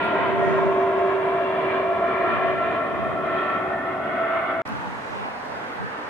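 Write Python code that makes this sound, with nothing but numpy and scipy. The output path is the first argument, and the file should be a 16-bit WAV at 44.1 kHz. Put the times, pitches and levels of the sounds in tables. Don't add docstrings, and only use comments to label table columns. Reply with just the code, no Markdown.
import sys
import numpy as np
from scipy import signal
from scipy.fft import rfft, irfft, next_fast_len
from scipy.io import wavfile
from scipy.ndimage import uniform_filter1d, map_coordinates

SR = 44100
rng = np.random.default_rng(int(sys.argv[2]) if len(sys.argv) > 2 else 0)


def digitize_waveform(pressure):
    field = np.atleast_2d(pressure).T
    bounded = np.clip(field, -1, 1)
    quanta = np.round(bounded * 32767).astype(np.int16)
    wavfile.write(sys.argv[1], SR, quanta)


N = 268569
TIME = np.arange(N) / SR
GAP_START_S, GAP_END_S = 4.619, 4.651

# frequency in Hz, relative spectral density in dB.
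JET_SPECTRUM = [(20, -49.5), (85, -15.5), (200, -1.5), (310, -1.5), (480, -4), (630, 0), (820, -5.5),
                (1070, -2.5), (1650, -9), (2300, -11), (2680, -22.5), (3300, -25.5), (4300, -43.5),
                (9000, -92.5)]
SCATTER_SPECTRUM = [(25, -33), (85, -21.5), (190, -16.5), (330, 4), (480, -1.5), (700, -6), (1100, 0.5),
                    (1600, -2.5), (2300, -5.5), (3300, -18.5), (4500, -33), (9000, -80)]
HISS_SPECTRUM = [(1000, -13), (4500, 2.5), (6500, -2.5), (9500, -3.5), (12000, -7.5), (15500, -20)]
BUFFET_SPECTRUM = [(25, -33), (60, -13), (110, -1.5), (180, 1), (270, -6.5), (400, -15.5), (800, -35),
                   (2500, -51.5), (6000, -51), (12000, -66.5)]
RUSTLE_SPECTRUM = [(3000, -12.5), (5700, 1), (7000, -1), (8500, -11.5), (11000, -7.5), (15000, -23)]
FAR_MID_SPECTRUM = [(25, -29.5), (85, -11.5), (180, -6.5), (260, -0.5), (350, -6.5), (450, -3.5), (680, -3),
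                    (900, -1), (1100, -4), (1650, -6.5), (3000, -21.5), (4500, -30.5), (10000, -41.5),
                    (15000, -54.5)]
FAR_SIDE_SPECTRUM = [(25, -26), (120, -7.5), (270, -14), (400, -12), (620, -6), (950, -1.5), (1500, -6.5),
                     (2200, -11.5), (3000, -19.5), (4500, -26.5), (7000, -36.5), (10500, -43), (15000, -53)]
# centre in Hz, gain in dB, fade in dB/s.
JET_BANDS = [(263, 1, 1), (550, 4, 1.3), (980, 1.8, 1.5), (1590, -3, -0.46), (2360, -2.5, 1.5),
             (3500, 1.85, 1.4)]
# echo delay in ms, its shortening in ms/s, relative
SURFACES = [(3.042, 0.064, 0.28, 0.0017), (1.972, 0.12, 0.24, 0.027)]
# starting frequency in Hz, glide in Hz/s,
# width in Hz, gain in dB, its change in dB/s.
GLIDING_PEAKS = [(305, -4.5, 40, -1.5, 1.06), (512, -8.5, 55, -2.5, 0), (902, -1, 38, 5.5, -0.4),
                 (1068, 27, 40, 4, -0.48), (1122, 18, 60, -4.5, 1), (1500, 29.5, 48, 0.5, -1),
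                 (1710, 15.5, 60, 1, -1.5), (2097, 19.5, 90, -9, 2), (2297, 40, 100, 2.3, -0.6),
                 (2520, 5, 60, 4.5, -1), (2680, -15, 70, -3, 0.3)]
# peak time in seconds, length in seconds, gain in dB,
# centre in Hz, reach in octaves.
AIR_SURGES = [(0.0, 0.26, 9.5, 3500, 0.94), (.3, 0.31, 3.5, 2200, 1.4), (0.528, 0.23, 2.5, 1500, 2.1),
              (1.464, 0.5, 3.5, 4490, 1.5), (1.6, .5, 4, 3230, .08), (1.695, .08, 8.5, 2350, .22),
              (1.9, 0.086, -2.5, 1200, 0.68), (2.198, 0.35, 2, 1000, 1.3), (2.334, 0.37, 6, 2300, 1.13),
              (2.677, 0.26, 5, 3160, 1.4), (3.097, 1.6, 2.5, 249, 1), (3.16, 0.18, -1, 2000, 1.4),
              (3.387, 0.27, 5, 3400, 1.2), (3.38, .2, 3.5, 3330, .12), (3.566, 0.46, 2, 1500, 1.6),
              (4, 0.084, -3.5, 1400, 1.5), (4.372, 0.42, 7, 2300, 1.28), (4.42, .44, 3, 2180, 0.13)]
# time in seconds, relative level in dB before its swings are deepened.
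DRONE_CONTOUR = [(0.08, -35), (0.4, -26), (0.87, -24), (1.15, -24), (1.42, -30), (1.88, -29), (2.03, -34),
                 (2.52, -32.5), (2.8, -50.5), (3.05, -42), (3.34, -34.5), (4.15, -42), (4.3, -39.5),
                 (4.55, -43.5)]
# name, multiple of the blade tone, front level in dB,
# rear level in dB, rear fade in dB/s, flutter depth, stereo spread, eddy changes per second.
BEAMED_TONES = [("octave", 2, -42.5, -38.5, .4, 0.42, 0.26, 15),
                ("whine", 2.69, -44, -40, 3.5, 1.4, .5, 26), ("third", 3, -53.5, -49, 2.1, 1.4, .5, 22),
                ("fourth", 4, -57, -58, 2.2, 1.2, .7, 22), ("sixth", 6, -78, -73.5, 3.5, 2, .7, 30)]
# multiple of the blade tone, level in dB.
HIGH_TONES = [(5, -66.5), (5.39, -71)]
# peak time in seconds, length in seconds, gain in dB, name of the tone.
TONE_FLARES = [(0.292, 0.13, 3, "blade"), (0.48, 0.26, 10.5, "blade"), (0.832, .15, 9.5, "blade"),
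               (1.03, 0.17, 11.5, "blade"), (1.18, .08, -7, "blade"), (1.33, 0.18, 9.5, "blade"),
               (1.568, 0.06, 6.5, "blade"), (1.856, 0.19, 9, "blade"), (2.053, 0.18, 12, "blade"),
               (2.244, 0.087, 10.5, "blade"), (2.47, .06, 8, "blade"), (2.654, .2, 6.5, "blade"),
               (3.01, 0.075, 9.5, "blade"), (3.32, 0.05, 6.5, "blade"), (3.52, .2, -2.5, "blade"),
               (4.209, 0.082, 9.5, "blade"), (4.344, 0.18, 12.5, "blade"), (4.593, .1, 6.5, "blade"),
               (0.062, 0.19, 11.5, "octave"), (.56, .2, 2.5, "octave"), (1.66, 0.33, -13, "octave"),
               (2.08, .14, 4.5, "octave"), (2.327, 0.1, 8.5, "octave"), (2.63, 0.07, 8.5, "octave"),
               (2.795, 0.06, 8, "octave"), (2.968, 0.096, -15, "octave"), (3.126, 0.12, 6, "octave"),
               (3.4, 0.21, 6, "octave"), (3.55, 0.14, 8.5, "octave"), (4.322, 0.21, 7.5, "octave"),
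               (.21, 0.066, 8, "whine"), (0.49, 0.1, 8, "whine"), (1.1, 1, -4.5, "whine"),
               (2.15, 0.48, -6, "whine"), (3.497, .15, 6, "whine"), (3.76, 0.24, 10, "whine"),
               (.3, .45, 7.5, "third"), (2.6, .35, 5, "third"), (1.44, 0.09, 8.5, "fourth"),
               (1.54, .1, 3.5, "fourth"), (1.951, .6, 6.5, "sixth")]
# peak time in seconds, length in seconds, relative level in dB.
WIND_GUSTS = [(0.057, 0.05, -40), (0.269, 0.16, -33.5), (0.48, .22, -26), (0.68, 0.12, -33),
              (2.481, 0.33, -36), (3.028, .15, -34), (3.302, 0.24, -46.5), (4.738, .07, -31),
              (4.89, 0.13, -34.5), (5.212, 0.15, -39.5), (5.53, .08, -47.5), (5.843, .08, -35)]
# peak time in seconds, length in seconds, level in dB, centre in Hz,
# width in Hz.
HIGH_WISPS = [(.05, 0.04, -65, 10000, 4000), (.33, .2, -77, 9050, 170), (1.09, .07, -74.5, 7000, 150),
              (1.28, .25, -77, 9050, 200), (3.75, .25, -79, 9020, 200), (4.38, .3, -78.5, 9130, 220),
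              (5.2, .25, -70, 5150, 70), (5.74, .06, -75, 12500, 200)]
HOLLOW_NOTES = [(4.86, 0.2, -39, 885, 90), (4.8, 0.44, -46.5, 253, 40), (5.1, 0.25, -62.5, 5500, 2500),
                (5.32, 0.2, -44, 800, 260), (5.804, 0.48, -43.5, 468, 70), (5.95, 0.65, -44.5, 1480, 400),
                (5.98, .2, -45, 295, 25)]
# starting level in dB, fade in dB/s, left minus right in dB.
DISTANT_BANDS = [(-40.5, 3, -1.5), (-36, 0.5, -1.6), (-58.5, 2, -1.5)]
DISTANT_EDGES_HZ = [524, 3500]
# start in seconds, level in dB, centre in Hz.
FAINT_TICKS = [(4.676, -40, 5300), (4.690, -45, 10900), (5.457, -54, 10000)]


def amp(db):
    return 10 ** (np.asarray(db) / 20)


def unit(x):
    return x / np.sqrt(np.mean(np.abs(x) ** 2) + 1e-20)


def hump(s, length):
    return np.exp2(-np.minimum((2 * (TIME - s) / length) ** 2, 60))


def wobble(rate):
    coarse = TIME[::16]
    knots = rng.standard_normal(int(N * rate / SR) + 4)
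    return np.interp(TIME, coarse, map_coordinates(knots, [coarse * rate]))


def filtered(x, response):
    size = next_fast_len(N + 8192)
    return irfft(rfft(x, size) * response(np.fft.rfftfreq(size, 1 / SR)), size)[..., :N]


def noise(spectrum, patchy_db):
    frames = signal.stft(rng.standard_normal(N), nperseg=1024)[2]
    patches = uniform_filter1d(rng.standard_normal(frames.shape), size=5, axis=0)
    patches = uniform_filter1d(patches, size=14, axis=1)
    patchy = signal.istft(frames * amp(patchy_db * unit(patches)), nperseg=1024)[1][:N]
    points_hz, db = np.transpose(spectrum)
    return unit(filtered(patchy, lambda hz: amp(np.interp(np.log(hz + 1), np.log(points_hz), db))))


def split(x, edges_hz):
    below = [filtered(x, lambda hz: 1 / (1 + (hz / edge) ** 8)) for edge in edges_hz]
    return np.diff([0 * x, *below, x], axis=0)


def ears(mid, side, lead, lead_hz):
    side = side + filtered(mid, lambda hz: lead * 2j * hz * lead_hz / (hz ** 2 + lead_hz ** 2))
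    return np.array([mid + side, mid - side])


def jet_roar():
    mid = amp(-27.5) * comb(noise(JET_SPECTRUM, patchy_db=1.0), depth=1.26)
    flank = filtered(echo(mid, ms=1.8, shortening=.052), lambda hz: hz ** 2 / (hz ** 2 + 900 ** 2))
    side = amp(-34) * comb(noise(SCATTER_SPECTRUM, patchy_db=-0.5), depth=.8) + 0.36 * flank
    centres = np.transpose(JET_BANDS)[0]
    bands = split(flyover_sweep(np.array([mid, side])), np.sqrt(centres[1:] * centres[:-1]))
    shake_db = 0.6 * wobble(16) + 0.44 * wobble(5)
    return sum(band * amp(db - fade * TIME + surge_db(hz) + shake_db * np.sqrt(hz / 1100))
               for band, (hz, db, fade) in zip(bands, JET_BANDS))


def echo(x, ms, shortening):
    delay_s = (ms - shortening * TIME) / 1000
    late = map_coordinates(x, [(TIME - delay_s) * SR], mode="mirror")
    return filtered(late, lambda hz: 1 / np.sqrt(1 + (hz / 3200) ** 10))


def comb(x, depth):
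    for ms, shortening, strength, gained in SURFACES:
        x = x + depth * (strength + gained * TIME) * echo(x, ms, shortening)
    return x


def flyover_sweep(x):
    hz, t, frames = signal.stft(x, SR, nperseg=2048)
    gain_db = sum((db + gained * t) * np.exp(-((hz[:, None] - start_hz - glide * t) / width) ** 2)
                  for start_hz, glide, width, db, gained in GLIDING_PEAKS)
    return signal.istft(frames * amp(gain_db), SR, nperseg=2048)[1][..., :N]


def surge_db(hz):
    return sum(db * np.exp(-(np.log2(hz / centre_hz) / octaves) ** 2) * hump(s, length)
               for s, length, db, centre_hz, octaves in AIR_SURGES)


def fan_tones():
    blade_hz, doppler_hz_per_s = 697.3, 8.4
    cycles = np.cumsum(blade_hz - doppler_hz_per_s * TIME + 0.677 * wobble(2.995)) / SR
    contour_db = np.interp(TIME, *np.transpose(DRONE_CONTOUR))
    drone_db = -23 + 1.11 * (contour_db - contour_db.max())
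    out = scattered_tone(.559 * cycles, drone_db, flutter=0.21, spread=.16, pace=11)
    out[1] -= .15 * out[0]
    blade_flutter = .5 * np.exp(-.25 * TIME)
    out += scattered_tone(cycles, -36.5 + flare_db("blade"), blade_flutter, spread=.1, pace=18)
    rear_s, surge_share = 1.964, .6
    rear = (1 + np.tanh((TIME - rear_s) / 0.037)) / 2
    for name, multiple, front_db, rear_db, fade, flutter, spread, pace in BEAMED_TONES:
        beam_db = (1 - rear) * front_db + rear * (rear_db - fade * (TIME - rear_s))
        level_db = beam_db + flare_db(name) + surge_share * surge_db(multiple * blade_hz)
        out += scattered_tone(multiple * cycles, level_db, flutter, spread, pace)
    for multiple, db in HIGH_TONES:
        level_db = db + surge_share * surge_db(multiple * blade_hz) + 2.1 * wobble(1.7)
        out += scattered_tone(multiple * cycles, level_db, flutter=2.3, spread=.8, pace=6 * multiple)
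    return out


def scattered_tone(cycles, db, flutter, spread, pace):
    eddies = lambda rate: unit(wobble(rate) + 1j * wobble(rate))
    mid = unit(1 + flutter * (eddies(pace) + .7 * eddies(3 * pace) + .38 * eddies(7 * pace)))
    side = spread * eddies(pace)
    return np.sqrt(2) * amp(db) * np.real(np.array([mid, side]) * np.exp(2j * np.pi * cycles))


def flare_db(name):
    return sum(db * hump(s, length) for s, length, db, which in TONE_FLARES if which == name)


def hiss():
    return amp(-63) * np.array([noise(HISS_SPECTRUM, patchy_db=1.5) for _ in range(2)])


def wind():
    breeze = amp(-56.5)
    flow = breeze + sum(amp(db) * hump(s, length) for s, length, db in WIND_GUSTS)
    puffs = flow * amp(0.9 * wobble(22))
    mid = amp(-13.5) * noise(BUFFET_SPECTRUM, patchy_db=2)
    side = noise(BUFFET_SPECTRUM, patchy_db=2)
    return puffs * np.array([mid + side, mid - side])


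def swelling_bands(rows):
    out = np.zeros(N)
    for s, length, db, centre_hz, width_hz in rows:
        band = filtered(rng.standard_normal(N), lambda hz: np.exp(-((hz - centre_hz) / width_hz) ** 2))
        out += amp(db) * hump(s, length) * unit(band)
    return out


def rustle():
    peak_s, fall_db_per_s = 0.47, 17.5
    since = TIME - peak_s
    envelope = np.where(since < 0, hump(peak_s, length=.12), amp(-fall_db_per_s * np.abs(since)))
    texture = np.array([noise(RUSTLE_SPECTRUM, patchy_db=4.5) + amp(-2.5) * squeaks() for _ in range(2)])
    return amp(-65 + 1.5 * wobble(30)) * envelope * texture


def squeaks(per_s=160, decay_s=.003, centre_hz=6160):
    start, pitch, size = rng.random((int(per_s * N / SR), 3)).T[..., None]
    t = np.arange(SR // 25) / SR
    hz = centre_hz * (1 + .35 * (pitch - .5))
    grains = amp(12 * size) * t * np.exp(-t / decay_s) * np.sin(2 * np.pi * hz * t)
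    positions = (start * N).astype(int) + np.arange(len(t))
    return unit(np.bincount(positions.ravel(), grains.ravel(), N)[:N])


def far_plane():
    mid_side = np.array([noise(FAR_MID_SPECTRUM, patchy_db=1), noise(FAR_SIDE_SPECTRUM, patchy_db=3)])
    shake = amp(0.29 * wobble(6))
    rush = np.zeros((2, N))
    for band, (db, fade, pan_db) in zip(split(mid_side, DISTANT_EDGES_HZ), DISTANT_BANDS):
        level_db = db - fade * (TIME - GAP_END_S) + np.array([[pan_db], [-pan_db]]) / 2
        rush += ears(*band / band[0].std(), lead=.15, lead_hz=900) * amp(level_db)
    return shake * rush + ears(swelling_bands(HOLLOW_NOTES), side=0, lead=.21, lead_hz=900)


def ticks():
    out = np.zeros((2, N))
    for s, db, centre_hz in FAINT_TICKS:
        white = rng.standard_normal((2, N))
        band = unit(filtered(white, lambda hz: np.exp(-np.log2((hz + 1) / centre_hz) ** 2)))
        out += band * (TIME >= s) * amp(db - 60 * np.abs(TIME - s) / .008)
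    return out


def scene():
    plane = ears(*(jet_roar() + fan_tones()), lead=0.18, lead_hz=950)
    overhead = amp([[-.1], [.1]]) * plane + hiss() + rustle()
    before = np.clip(np.minimum(TIME / .002, (GAP_START_S - TIME) / .0001), 0, 1)
    after = np.clip((TIME - GAP_END_S) / .005, 0, 1)
    floor = amp(-72.5) * noise(FAR_MID_SPECTRUM, patchy_db=3)
    distant = far_plane()
    air = wind() + swelling_bands(HIGH_WISPS)
    return before * overhead + after * distant + (before + after) * air + ticks() + floor


def record(dry):
    return filtered(dry, lambda hz: hz < 15700)


dry = scene()
out = record(dry)
digitize_waveform(out)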